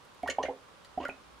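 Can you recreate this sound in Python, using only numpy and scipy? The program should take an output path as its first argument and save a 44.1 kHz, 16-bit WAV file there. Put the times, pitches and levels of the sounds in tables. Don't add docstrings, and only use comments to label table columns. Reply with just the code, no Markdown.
import sys
import numpy as np
from scipy import signal
from scipy.fft import rfft, irfft, next_fast_len
from scipy.io import wavfile
from scipy.ndimage import map_coordinates

SR = 44100
rng = np.random.default_rng(int(sys.argv[2]) if len(sys.argv) > 2 else 0)


def digitize_waveform(pressure):
    field = np.atleast_2d(pressure).T
    bounded = np.clip(field, -1, 1)
    quanta = np.round(bounded * 32767).astype(np.int16)
    wavfile.write(sys.argv[1], SR, quanta)


N = 61739
T = np.arange(SR // 2) / SR

# f/Hz, width/Hz, relative level/dB
TUBE_RESONANCES = [(1420, 410, 3), (1932, 142, 10.5), (2234, 120, 7.5), (2890, 350, 8), (3510, 390, 1),
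                   (4200, 860, -3), (6260, 73, -5.5), (6720, 210, -6), (8570, 800, -10.5),
                   (9620, 2000, -13), (13600, 1600, -47)]


def gulps():
    # t/s, start f/Hz, end f/Hz, level/dB, rise/s, 60 dB fade/s, push on the barrel/dB
    big_bubbles = [(.2328, 667, 747, -24.5, 0.0056, 0.038, -37),
                   (0.3841, 555, 1019, -16.5, 0.0026, 0.02, -40),
                   (.4845, 547, 854, -23.5, 0.0019, 0.026, -39.5),
                   (0.975, 664, 783, -23.5, 0.0063, 0.033, -33.5),
                   (1.0894, 464, 804, -24.5, 0.0018, 0.004, -39.5)]
    track = np.zeros((2, N))
    for start, start_hz, end_hz, db, rise, t60, push_db in big_bubbles:
        noise = rng.standard_normal(len(T))
        wet_noise = unit(filtered(noise, lambda hz: resonances(hz, TUBE_RESONANCES[:5])))
        splash = amp(db - 32.5) * wet_noise * envelope(rise=0.0029, t60=0.035)
        ring = bubble(start_hz, end_hz, db, rise, t60)
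        add(track, start, in_room(ring + splash + amp(push_db) * barrel()))
    return track


def small_bubbles():
    # t/s, start f/Hz, end f/Hz, level/dB, rise/s, 60 dB fade/s
    wake = [(.2305, 2227, 2180, -48, 0.00082, 0.16), (.254, 740, 720, -43, 0.0034, 0.025),
            (.257, 1880, 1920, -47.5, 0.0056, 0.1), (.261, 850, 970, -30.5, 0.00094, .02),
            (.269, 1090, 1186, -36.5, 0.0055, 0.042), (0.276, 1453, 1564, -31, 0.005, 0.021),
            (.283, 1750, 1830, -24.5, 0.0043, .026), (.290, 545, 535, -24.5, 0.0014, 0.029),
            (0.297, 3020, 3050, -34, 0.0032, .02), (.299, 6720, 6850, -37, 0.0021, 0.036),
            (0.3, 5950, 6130, -39, 0.0022, .025), (.300, 2156, 2212, -36.5, .002, 0.086),
            (.392, 892, 1160, -32, 0.0058, 0.092), (.400, 422, 443, -34, .004, 0.082),
            (.429, 860, 780, -58, 0.0019, 0.033), (0.4298, 2880, 2904, -36.5, 0.0015, 0.036),
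            (0.43, 1746, 1863, -34.5, 0.006, 0.019), (0.43, 6030, 5980, -41, 0.0024, 0.018),
            (.436, 600, 560, -24.5, 0.003, 0.01), (.451, 630, 595, -24.5, 0.0017, 0.013),
            (.454, 2046, 2104, -38.5, 0.00099, 0.084), (.458, 1520, 1574, -40, 0.0025, 0.045),
            (0.485, 448.5, 515.4, -32.5, 0.0044, 0.11), (.494, 790, 1012, -35, 0.0039, 0.056),
            (.526, 528, 533, -47, 0.0035, 0.056), (.847, 4560, 4750, -54.5, .001, 0.027),
            (1.001, 346, 310, -32, 0.0027, 0.032), (1.003, 892, 1105, -35.5, 0.0013, 0.1),
            (1.0, 3050, 2990, -48, .002, 0.02), (1.010, 553, 636, -41.5, 0.0034, 0.1),
            (1.012, 2810, 2820, -46.5, 0.0023, .035), (1.031, 2660, 2870, -45.5, .003, 0.022),
            (1.036, 530, 570, -34, .003, 0.01), (1.041, 1110, 1204, -34.5, 0.0017, 0.022),
            (1.050, 566, 547, -33.5, 0.006, 0.018), (1.052, 1984, 2100, -38, 0.00067, 0.054),
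            (1.054, 1512, 1384, -27, 0.0013, .04), (1.07, 1892, 1893, -46.5, 0.0058, 0.12),
            (1.092, 1480, 1423, -38, 0.0012, 0.046), (1.096, 2480, 2583, -33.5, 0.0012, 0.032)]
    push_db, push_cutoff_hz = -14, 840
    track = np.zeros((2, N))
    for start, start_hz, end_hz, db, rise, t60 in wake:
        push = amp(db + push_db) / (1 + (start_hz / push_cutoff_hz) ** 2)
        ring = bubble(start_hz, end_hz, db, rise, t60)
        add(track, start, in_room(ring + push * barrel()))
    return track


def bubble(start_hz, end_hz, db, rise, t60):
    quiver_share, quiver_db, quivers_per_s = 0.026, 2.5, 227
    glide_s = rise + 0.159 * t60
    age = np.tanh(T / glide_s)
    glide_hz = start_hz + (end_hz - start_hz) * age
    hz = glide_hz * (1 + quiver_share * age * wobble(quivers_per_s))
    gain = amp(db + quiver_db * age * wobble(quivers_per_s))
    return gain * envelope(rise, t60) * np.sin(2 * np.pi * np.cumsum(hz) / SR)


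def bursting_films():
    # t/s, level/dB, rise/s, 60 dB fade/s, tilt above 1 kHz/(dB per octave), top edge f/Hz
    bursts = [(0.0496, -61.5, 0.00089, 0.0091, 12, 10700), (0.147, -58, .0005, .008, 11, 11000),
              (0.181, -55, 0.00039, 0.0059, 6, 8100), (0.229, -55.5, 0.00054, 0.039, 8, 10500),
              (0.275, -40.5, 0.00037, 0.094, 3, 12400), (.298, -34, 0.002, 0.05, 3.5, 8300),
              (.427, -42, 0.0021, 0.023, 4.5, 6700), (.4305, -39, 0.00049, 0.034, -0.5, 9000),
              (.452, -42, 0.00075, 0.065, -3, 10100), (0.8468, -50, 0.0013, 0.016, 7.5, 9000),
              (0.999, -53, .012, 0.14, 0, 6750), (1.027, -48.5, 0.0027, 0.084, -1.5, 8100),
              (1.0504, -38.5, 0.00097, .016, -0.5, 15000), (1.082, -52.5, 0.0025, .016, 10.5, 10600)]
    track = np.zeros((2, N))
    for start, db, rise, t60, tilt_db, top_hz in bursts:
        shape = envelope(rise, t60)
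        puff = shape * rng.standard_normal(len(T))
        tilt = lambda hz: amp(tilt_db * np.log2(np.maximum(hz, 1000) / 3000))
        top_cut = lambda hz: 1 / np.sqrt(1 + (hz / top_hz) ** 10)
        tick = filtered(puff, lambda hz: resonances(hz, TUBE_RESONANCES) * tilt(hz) * top_cut(hz))
        tick *= np.linalg.norm(shape) / np.linalg.norm(tick)
        add(track, start, in_room(amp(db) * tick, left_db=-0.8))
    return track


def barrel():
    # f/Hz, relative level/dB, 60 dB fade/s
    notes = [(74.6, -16, 0.31), (210, -6.5, 0.013), (266.6, -3, .14), (411.2, -9, 0.18)]
    return sum(amp(db) * envelope(0.0021, t60) * np.sin(2 * np.pi * hz * T) for hz, db, t60 in notes)


def in_room(sound, left_db=-1.44):
    # f/Hz, 60 dB fade/s
    fade_times = [(100, 0.2), (270, 0.32), (600, 0.22), (2000, 0.21), (6000, 0.18), (14000, .13)]
    # f/Hz, gain of the left-right difference
    widths = [(100, .3), (500, 0.19), (1200, 0.36), (2500, 1), (10000, 1)]
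    tail_db, walls_db, walls_delay_s = -9.5, -8, 0.004
    hz, t, spectrum = signal.stft(rng.standard_normal((2, len(T))), SR, nperseg=256)
    spectrum *= fade(t, along(fade_times, hz)[:, None])
    tail = signal.istft(spectrum, SR, nperseg=256)[1][:, :len(T)]
    walls = rng.standard_normal((2, len(T))) * fade(T, t60=0.057)
    echo = amp(tail_db) * tail / np.linalg.norm(tail[0])
    echo += amp(walls_db) * walls / np.linalg.norm(walls[0])
    echo = np.pad(echo, ((0, 0), (round(walls_delay_s * SR), 0)))
    mid, side = signal.fftconvolve(sound[None], echo, axes=1)[:, :len(T)]
    side = filtered(side, lambda hz: along(widths, hz))
    return np.array([sound + mid + side, sound + mid - side]) * amp([[left_db], [-left_db]])


def room_air():
    # f/Hz, relative level/dB
    tone = [(15, -49), (25, -9), (75, -3), (204, -3.5), (368, -5), (567, -1.5), (684, -8), (762, -4),
            (1110, -1.5), (1950, -11), (3630, -13), (4040, -15), (4620, -16.5), (7910, -23.5),
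            (9810, -24.5), (11800, -31.5), (15500, -37)]
    # f/Hz, likeness (1 = the same)
    likeness = [(60, 0.28), (180, 0.072), (550, 0.31), (1650, 0.16), (4970, 0.15), (15000, 0.13)]
    # f/Hz, left minus right/dB
    balance = [(60, -2), (240, 0.5), (950, -4), (3770, -1), (15000, -1.0)]
    spread = lambda hz: np.arccos(along(likeness, hz)) / 2
    mid_side_gains = lambda hz: amp(along(tone, hz)) * [np.cos(spread(hz)), np.sin(spread(hz))]
    mid, side = filtered(rng.standard_normal((2, N)), mid_side_gains)
    left_right = np.array([mid + side, mid - side])
    air = filtered(left_right, lambda hz: amp(along(balance, hz) * [[0.5], [-0.5]]))
    return amp(-56) * unit(air)


def rumble():
    pitch_hz, width_hz = 61.5, 16
    swell_at_s, swell_width_s, swell_db = 1.355, 0.043, 12
    noise = filtered(rng.standard_normal(N), lambda hz: resonances(hz, [(pitch_hz, width_hz, 0)]) ** 2)
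    swell = np.exp(-((np.arange(N) / SR - swell_at_s) / swell_width_s) ** 2)
    return amp(-77.5 + swell_db * swell) * unit(noise)


def amp(db):
    return 10 ** (np.asarray(db) / 20)


def unit(x):
    return x / np.sqrt(np.mean(x ** 2) + 1e-20)


def along(points, hz):
    point_hz, values = np.transpose(points)
    return np.interp(np.log(hz + 1), np.log(point_hz + 1), values)


def filtered(x, response):
    n = x.shape[-1]
    size = next_fast_len(n + SR // 2)
    return irfft(rfft(x, size) * response(np.fft.rfftfreq(size, 1 / SR)), size)[..., :n]


def resonances(hz, peaks):
    return sum((-1) ** k * amp(db) * 1j * hz * width / (centre ** 2 - hz ** 2 + 1j * hz * width)
               for k, (centre, width, db) in enumerate(peaks))


def fade(t, t60):
    return np.exp(-np.log(1000) * t / t60)


def envelope(rise, t60):
    return np.sin(np.pi / 2 * np.minimum(T / rise, 1)) * fade(np.maximum(T - rise, 0), t60)


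def wobble(rate):
    return map_coordinates(rng.standard_normal(len(T)), [T * rate], order=3)


def add(track, start, sound):
    part = track[:, round(start * SR):][:, :len(T)]
    part += sound[:, :part.shape[1]]


def scene():
    return gulps() + small_bubbles() + bursting_films() + room_air() + rumble()


def record(dry):
    return filtered(dry, lambda hz: hz < 15750)


dry = scene()
out = record(dry)
digitize_waveform(out)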